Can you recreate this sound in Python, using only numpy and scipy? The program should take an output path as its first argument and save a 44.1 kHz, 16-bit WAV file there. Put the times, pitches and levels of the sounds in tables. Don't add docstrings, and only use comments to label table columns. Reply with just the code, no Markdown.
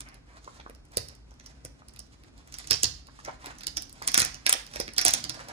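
import sys
import numpy as np
from scipy import signal
from scipy.fft import rfft, irfft, next_fast_len
from scipy.io import wavfile
from scipy.ndimage import uniform_filter1d, minimum_filter1d, map_coordinates

SR = 44100
rng = np.random.default_rng(int(sys.argv[2]) if len(sys.argv) > 2 else 0)


def waveform_to_disk(signal):
    frames = np.transpose(np.atleast_2d(signal))
    scaled = np.clip(frames, -1, 1) * 32767
    samples = np.round(scaled).astype(np.int16)
    wavfile.write(sys.argv[1], SR, samples)


def level_to_linear(level):
    exponent = np.asarray(level, float) / 20
    return 10 ** exponent


N = 243431

# frequency in Hz, relative density in dB per Hz.
AIR_SPECTRUM = [(18, -36.5), (30, -14.5), (45, -1.5), (58, 3.5), (68, -5.5), (100, -15), (125, -20.5),
                (170, -19), (260, -16.5), (400, -22), (800, -28.5), (2000, -36), (5600, -38.5),
                (10000, -53)]
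# frequency in Hz, correlation (clipped to -1..1).
PORT_LIKENESS = [(60, 1), (130, 0.67), (290, 0.079), (640, 0.068), (1400, 0.54), (3100, -1.2), (8000, 0.2)]
# middle in seconds, length in seconds, hiss level in dB,
# rustle level in dB before its blend over the scuff resonances, rustle pitch in Hz.
SLIDES = [(0.076, 0.23, -83, -56, 2530), (0.127, 0.16, -90, -76, 750), (0.338, 0.15, -72, -62.5, 1070),
          (0.473, 0.27, -56, -68, 1068), (0.952, 0.19, -64, -63.5, 730), (1.483, 0.22, -71, -89, 1086),
          (2.08, 0.39, -65, -103, 840), (2.398, 0.16, -64, -67, 890), (2.57, 0.14, -49, -67, 2100),
          (2.78, 0.31, -45, -70, 2350), (3.243, 0.28, -56, -81, 980), (3.282, 0.077, -68, -40.5, 725),
          (3.477, 0.13, -47.5, -47.5, 1510), (3.607, 0.065, -54, -62, 1900), (3.76, 0.032, -54, -62, 1100),
          (4.038, 0.22, -50, -56, 940), (4.207, 0.19, -56, -41.5, 1980), (4.52, 0.31, -51, -53, 1960),
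          (4.793, 0.24, -44, -50.5, 665), (5.013, 0.048, -56, -56, 2500), (5.142, 0.16, -36.5, -51, 1130),
          (5.38, 0.6, -53, -54.5, 1100), (5.502, 0.29, -70, -55, 880)]
# frequency in Hz, gain in dB.
SKIN_TONE = [(200, -15), (500, 1.5), (1200, -2), (2500, -4), (4000, -4), (7000, -6.5), (12000, -14),
             (16000, -1.5)]
SCUFF_HZ = [740, 1413, 2300]
# time in seconds, rms level in dB.
SHUFFLE = [(0.0, -63), (0.63, -62), (1.14, -63), (2.54, -61.5), (2.77, -59.5), (3.15, -62), (3.47, -54.5),
           (3.98, -60.5), (4.18, -52.5), (4.61, -63), (4.84, -55), (4.95, -61), (5.21, -48.5), (5.52, -56)]
# time in seconds, level in dB before the common contact gain, side wall share in dB,
# sharp edge share in dB, rim pitch in Hz.
CONTACTS = [(0.0054, -27.5, -2.5, -4, 7550), (0.087, -43, -7, -0.5, 5100), (0.1435, -45, -15, 3, 4900),
            (0.4444, -39, -11, -8, 6500), (0.545, -60, -3, 4, 7360), (0.6005, -38, 6, -21, 3400),
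            (0.697, -47.5, 13, 7.5, 4900), (0.749, -46, -9, 1, 5230), (0.852, -52.5, -1, 1, 6660),
            (0.9187, -50, 0, 0.5, 6070), (0.9353, -48, 10, 0.5, 4800), (0.9706, -16, -4.5, 6, 5120),
            (1.0853, -35.5, -5.5, 1, 5150), (1.1508, -48, -7, 1, 6550), (1.3083, -46, -18, -11, 6600),
            (1.398, -39.5, 4.5, -11.5, 5960), (1.4614, -34, -8.5, -4.5, 5570),
            (1.6497, -32.5, -0.5, 2, 6120), (1.8841, -41.5, -2.5, 2.5, 5000), (1.937, -46, -2, -3.5, 7750),
            (1.9617, -43, 4, 3, 4470), (1.9918, -33.5, -10, 1.5, 5270), (2.236, -48.5, 8, -2, 4480),
            (2.378, -48, -1, -1.5, 4760), (2.475, -46, 4, 1, 6510), (2.5238, -34, -2, -4, 6680),
            (2.5408, -26, -3.5, -6.5, 6560), (2.5853, -33.5, 3.5, 5.5, 4910), (2.6429, -38, 4.5, -6, 4320),
            (2.6725, -26.5, -11, -6, 7060), (2.7012, -25, -16, -28, 5200), (2.7091, -5.5, -5.5, -5.5, 4870),
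            (2.7154, -26, -1, -5, 4930), (2.73, -11, -27, -9, 5320), (2.833, -7, -12, -3, 6870),
            (2.8432, -10.5, -15, -12, 4900), (3.0696, -43, -17, -0.5, 4560), (3.2493, -29, 1.5, -5.5, 6040),
            (3.3116, -39, -12, -15, 3565), (3.4436, -39, 7, -6, 3300), (3.459, -34, 7.5, 5, 4830),
            (3.585, -37, -10, -1, 6290), (3.6084, -34.5, 5.5, -2, 4850), (3.634, -31, 2, -3.5, 4580),
            (3.669, -17.5, -12, 1.5, 4570), (3.7699, -14.5, -6.5, -5.5, 5930),
            (3.8219, -31, -14, 4.5, 4100), (3.8952, -43, -7, 3, 4590), (3.927, -54.5, -3, 18.5, 4680),
            (4.0225, -30.5, 6.5, -1, 5070), (4.0757, -10, -5, -2, 7400), (4.0841, -20.5, -2, -2, 5400),
            (4.117, -25.5, -15, -1, 5230), (4.143, -6.5, 0, -2.5, 6100), (4.177, -6, 2.5, -2, 6860),
            (4.1848, -17, -2, -2, 5230), (4.1957, -16, -14, 5, 4970), (4.2014, -9.5, -5, -1.5, 4200),
            (4.218, -11, 4.5, -0.5, 6530), (4.2488, -18.5, -14, 3, 6100), (4.3435, -28, -15.5, -6, 6160),
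            (4.4643, -11, 7, 1, 5100), (4.4938, -7.5, -2.5, -1.5, 7570), (4.5267, -8.5, 1, 2.5, 3230),
            (4.6653, -36.5, -10, -1, 5005), (4.7134, -44, 6, 0, 3300), (4.737, -35, 8, -1, 5550),
            (4.7585, -26.5, 7.5, -1.5, 5390), (4.8, -21, 1.5, 2.5, 5100), (4.8789, -29, 8.5, -10, 4440),
            (4.9355, -37, -12, 2, 5230), (4.9643, -26, -12, -10, 3750), (4.9816, -7.5, -1, -3.5, 4900),
            (5.0038, -29, -3, -4, 5670), (5.0136, -16, 3, 1, 5700), (5.0507, -12.5, 1.5, 6, 7220),
            (5.0572, -14, -24, -4, 4660), (5.0638, -6.5, -3.5, -10, 6490), (5.0717, -23, -3, -2, 4730),
            (5.0813, -10, 1.5, 3, 5910), (5.1073, -22, -3, 3.5, 4920), (5.137, -9, -6, 1, 6500),
            (5.2407, -17.5, -12, -6.5, 3970), (5.2951, -18.5, -7, -4.5, 5020), (5.3438, -38, -9, 0, 4960),
            (5.4856, -35.5, -0.5, 1.5, 5540)]
# frequency in Hz, width in Hz, level in dB before a contact's shares.
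DISH_MODES = [(300, 49, 6.5), (484, 51, 4), (654, 50, -0.5), (745, 27, 7.5), (1180, 580, -1),
              (1583, 716, 4), (1985, 704, 11), (2350, 1086, 7), (3005, 563, 3.5), (3274, 620, 1.5),
              (4760, 1184, 1), (5455, 820, 4.5), (6200, 1010, -1.5), (9040, 1770, 10.5), (10090, 4070, 9),
              (11610, 1630, 12), (14700, 3400, 1.5)]
# start in seconds, peak of the knock in dB, pitch in Hz.
TAPS = [(0.465, -46.5, 496), (0.476, -34, 1070), (0.597, -40.5, 1178), (0.662, -33, 1020),
        (0.696, -40, 500), (0.97, -24.5, 471.5), (1.316, -47.5, 820), (1.649, -38.5, 330),
        (1.819, -42.5, 1230), (2.709, -34.5, 510), (2.835, -30.5, 510), (3.084, -44, 1180),
        (3.189, -38.5, 1130), (3.278, -35, 430), (3.442, -36.5, 770), (3.469, -39, 307), (3.481, -39, 980),
        (3.941, -48.5, 1010), (4.018, -29.5, 880), (4.176, -28, 305), (4.219, -29.5, 302),
        (4.254, -38.5, 523), (4.463, -25.5, 1214), (4.492, -27.5, 706), (4.528, -26.5, 800),
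        (4.55, -30.5, 530), (4.759, -31.5, 550), (4.799, -23, 522), (4.88, -37, 296), (5.054, -23, 732),
        (5.069, -23.5, 720), (5.089, -28, 700), (5.138, -32, 710), (5.372, -39, 615), (5.495, -36.5, 740)]
# start in seconds, level in dB before a common trim.
THUMPS = [(0.974, -49.5), (1.654, -59.5), (2.715, -46.5), (2.848, -47), (4.191, -48), (5.062, -53)]
# frequency in Hz, relative level in dB, time to fall 60 dB in seconds.
BENCH_MODES = [(73.7, 9.5, 0.63), (105, 17.5, 0.18), (142, 5, 0.39)]
# frequency in Hz, time to fall 60 dB in seconds.
ROOM_DECAY = [(150, 0.87), (600, 0.31), (2000, 1), (4000, 1), (4700, 1), (6300, 0.32), (7200, 0.395),
              (9000, 0.28), (15000, 0.12)]
# mean delay in seconds, echo level in dB before the walls' tone.
NEAR_ECHOES = [(.008, -7), (0.01, -9.5), (.013, -11.5), (0.018, -24), (0.023, -30.5)]
# frequency in Hz, gain in dB.
WALL_TONE = [(70, -7), (250, 0), (3000, 0), (4200, 1.5), (4700, 0.5), (6300, -0.5), (7000, -0.5),
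             (8000, -13), (10000, -11.5), (11000, -5), (14000, -12.5), (16000, -19)]
# frequency in Hz, gain in dB.
LEFT_PORT = [(100, -0.5), (700, -0.5), (2400, 3), (5000, -6), (8000, 5), (12000, 3), (15000, 0),
             (16500, -43)]
# frequency in Hz, gain in dB.
RIGHT_PORT = [(100, -2), (1300, 2.5), (3500, 5.5), (5200, 7.5), (7000, 4.5), (9000, 8.5), (12000, -3),
              (15000, 5.5), (16500, -20)]


def unit(x):
    return x / np.sqrt(np.mean(x ** 2) + 1e-20)


def along(points, hz):
    f, v = np.transpose(points)
    return np.interp(np.log(hz + 1), np.log(f + 1), v)


def filtered(x, response):
    m = next_fast_len(x.shape[-1] + 4096)
    return irfft(rfft(x, m) * response(np.fft.rfftfreq(m, 1 / SR)), m)[..., :x.shape[-1]]


def add(track, s, sound):
    part = track[round(s * SR):][:len(sound)]
    part += sound[:len(part)]


def wobble(rate):
    return map_coordinates(rng.standard_normal(int(N * rate / SR) + 4), [np.arange(N) * rate / SR])


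def resonances(modes, f):
    hz, width, db = (np.asarray(c)[:, None] for c in modes)
    sign = (-1.) ** np.arange(len(hz))[:, None]
    return sign * level_to_linear(db) * 1j * f * width / (hz ** 2 - f ** 2 + 1j * f * width)


def ventilation():
    def mid_side_gains(hz):
        angle = np.arccos(np.clip(along(PORT_LIKENESS, hz), -1, 1)) / 2
        return level_to_linear(along(AIR_SPECTRUM, hz)) * [np.cos(angle), np.sin(angle)]

    mid, side = filtered(rng.standard_normal((2, N)), mid_side_gains)
    level_db = -54.5 + 0.79 * wobble(5.5)
    return level_to_linear(level_db) * unit(np.array([mid + side, mid - side]))


def rubbing():
    rest_hiss_db, rest_rustle_db = -72.5, -79
    t = np.arange(N) / SR
    middle, length, hiss_db, rustle_db, pitch_hz = np.transpose(SLIDES)[:, :, None]
    swell = level_to_linear(-20 * np.abs(t - middle) / (length / 2))
    crackle = (rng.random(N) < 400 / SR) * level_to_linear(5.6 * rng.exponential(size=N).clip(0, 3))
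    grain = rng.standard_normal((3, N)) * (1 + 6 * uniform_filter1d(crackle, size=20))
    skin = filtered(grain * level_to_linear(4.5 * wobble(45)), lambda f: level_to_linear(along(SKIN_TONE, f)))

    def low(f):
        return 1 / (1 + (f / 2600) ** 6)

    hiss = unit(filtered(skin[0], lambda f: 1 - low(f)))
    hiss_gain = level_to_linear(rest_hiss_db) + (level_to_linear(hiss_db) * swell).sum(0)
    dull_skin = filtered(skin[1], low)
    rustle = np.zeros(N)
    for hz in SCUFF_HZ:
        scuff = unit(filtered(dull_skin, lambda f: resonances(([hz], [0.9 * hz], [0]), f)[0]))
        blend = level_to_linear(rustle_db) * np.exp(-(np.log(pitch_hz / hz) / 0.48) ** 2)
        rustle += (level_to_linear(rest_rustle_db) + (blend * swell).sum(0)) * scuff
    bench_modes = ([123.6, 291], [51.0, 93], [0, -3.5])
    shuffle = unit(filtered(grain[2], lambda f: resonances(bench_modes, f).sum(0) ** 2))
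    shuffle_gain = level_to_linear(np.interp(t, *np.transpose(SHUFFLE)))
    return hiss_gain * hiss + rustle + shuffle_gain * shuffle


def chance_ticks():
    chance = rng.standard_normal((40, 3))
    times = np.cumsum(np.exp(0.55 * chance[:, 0]) / 2.5)
    return [(s, -57 + 3 * a, -4, -1, 5400 * np.exp(0.2 * b))
            for s, (_, a, b) in zip(times, chance) if s < N / SR]


def clicks():
    contact_db, rattle_db = 13.5, 8.0
    lead = 0.012
    out = np.zeros(N)
    hz, width, level = np.transpose(DISH_MODES)
    t = np.arange(SR // 16) / SR - lead
    bins = np.fft.rfftfreq(4096, 1 / SR)
    for s, db, wall_db, edge_db, rim_hz in list(CONTACTS) + chance_ticks():
        hollow_db = -17.5 - 0.2 * db
        share_db = np.select([hz < 1400, hz < 3000, hz > 8000], [hollow_db, wall_db, edge_db], 0)
        struck_db = 8 * np.exp(-(np.log(hz / rim_hz) / 0.2) ** 2)
        mode_db = level + share_db + struck_db + rng.standard_normal(len(hz))
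        modes = resonances((hz, width, mode_db), bins)

        slips = np.where(t < 0, level_to_linear(60 * t / 0.001), level_to_linear(-60 * t / 0.013))
        rattle = np.where(t < 0, level_to_linear(60 * t / 0.004), level_to_linear(-60 * t / 0.075))
        pushes = rfft(rng.standard_normal((2, len(t))) * [slips, rattle], 4096)
        pushes[0] += 0.99 * np.exp(-2j * np.pi * bins * (lead + 0.000582))
        pushes /= np.sqrt(np.abs(uniform_filter1d(np.abs(pushes) ** 2, size=36)) + 1e-9)
        lead_noise = rfft(rng.standard_normal(len(t)) * (t < 0) * level_to_linear(-27 + 60 * t / 0.02), 4096)
        pushes[0] += lead_noise * np.exp(-(np.log((bins + 1) / rim_hz) / 0.27) ** 2)

        shell = pushes[0] * ((hz > 1400) @ modes)
        hollow = level_to_linear(rattle_db) * pushes[1] * ((hz < 1400) @ modes)
        sound = irfft(shell + hollow, 4096)
        skip = max(round((lead - s) * SR), 0)
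        add(out, max(s - lead, 0), level_to_linear(db + contact_db) * sound[skip:len(t)])
    return out


def taps():
    out, t = np.zeros(N), np.arange(SR // 20) / SR
    u = 1000 * t / 1.4
    for s, db, hz in TAPS:
        def knock_response(f):
            pair = resonances(([hz, 1.77 * hz], [1.4 * hz, 1.6 * hz], [0, -4]), f).sum(0)
            return pair / (1 + (f / (2 * hz)) ** 4)

        push = (np.cos(2 * np.pi * hz * t) + 4 * rng.standard_normal(len(t))) * u * np.exp(-u)
        knock = filtered(push, knock_response)
        add(out, s, level_to_linear(db) * knock / np.abs(knock).max())
    return out


def thumps():
    out, t = np.zeros(N), np.arange(SR // 3) / SR
    for s, db in THUMPS:
        boom = sum(level_to_linear(level - 60 * t / t60) * np.sin(2 * np.pi * hz * t) for hz, level, t60 in BENCH_MODES)
        add(out, s, level_to_linear(db - 4) * boom * (1 - np.exp(-t / 0.002)))
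    return out


def room(x):
    out, step = np.zeros((2, N + SR)), SR // 12
    for start in range(0, N, step):
        hz, t, z = signal.stft(rng.standard_normal((2, SR // 2)), SR, nperseg=256)
        fade = level_to_linear(-60 * t / along(ROOM_DECAY, hz)[:, None])
        fade = fade + level_to_linear(22.5 - 60 * t / 0.31)
        tail = signal.istft(z * fade, SR, nperseg=256)[1]
        tail = level_to_linear(-6.0) * tail / np.linalg.norm(tail[0])
        tail = np.pad(tail, ((0, 0), (round(0.007 * SR), 0)))
        for s, db in NEAR_ECHOES:
            tail[[0, 1], round(s * SR) + rng.integers(-70, 70, size=2)] += level_to_linear(db)
        wet = signal.fftconvolve(x[None, start:start + step], tail, axes=1)
        out[:, start:start + wet.shape[1]] += wet
    return out[:, :N]


def scene():
    air = ventilation()
    bright, dull = rubbing() + clicks(), taps() + thumps()
    lag = 12.5 / SR
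    direct = filtered(bright + dull, lambda hz: np.array([np.exp(-2j * np.pi * hz * lag), 1 + 0 * hz]))
    walls = filtered(room(bright + level_to_linear(-3.0) * dull), lambda hz: level_to_linear(along(WALL_TONE, hz)))
    return filtered(direct + walls, lambda hz: level_to_linear([along(LEFT_PORT, hz), along(RIGHT_PORT, hz)])) + air


def port_hiss():
    noise = rng.standard_normal((2, N))
    return level_to_linear(-74.5) * filtered(noise, lambda hz: 1 / (1 + (hz / 14500) ** 16) / (1 + (9000 / (hz + 1)) ** 6))


def gate_shared_treble(x):
    mid, side = (x[0] + x[1]) / 2, (x[0] - x[1]) / 2
    top = filtered(mid, lambda hz: 1 / (1 + (10500 / (hz + 1)) ** 60))
    fast, slow = (np.abs(uniform_filter1d(top ** 2, size=n)) for n in (128, 2048))
    shut = minimum_filter1d(1. * (fast < 5 * slow), size=440, origin=120)
    mid = mid - top + level_to_linear(-14.0) * top * (1 - uniform_filter1d(shut, size=128))
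    return np.array([mid + side, mid - side])


def low_pass(x):
    return signal.sosfilt(signal.butter(12, 17010, fs=SR, output="sos"), x)


def record(dry):
    x = gate_shared_treble(dry + port_hiss())
    x = x / (1 + np.abs(x) ** 6) ** (1 / 6)
    x = filtered(x, lambda hz: hz < 16900)
    return low_pass(x)


dry = scene()
out = record(dry)
waveform_to_disk(out)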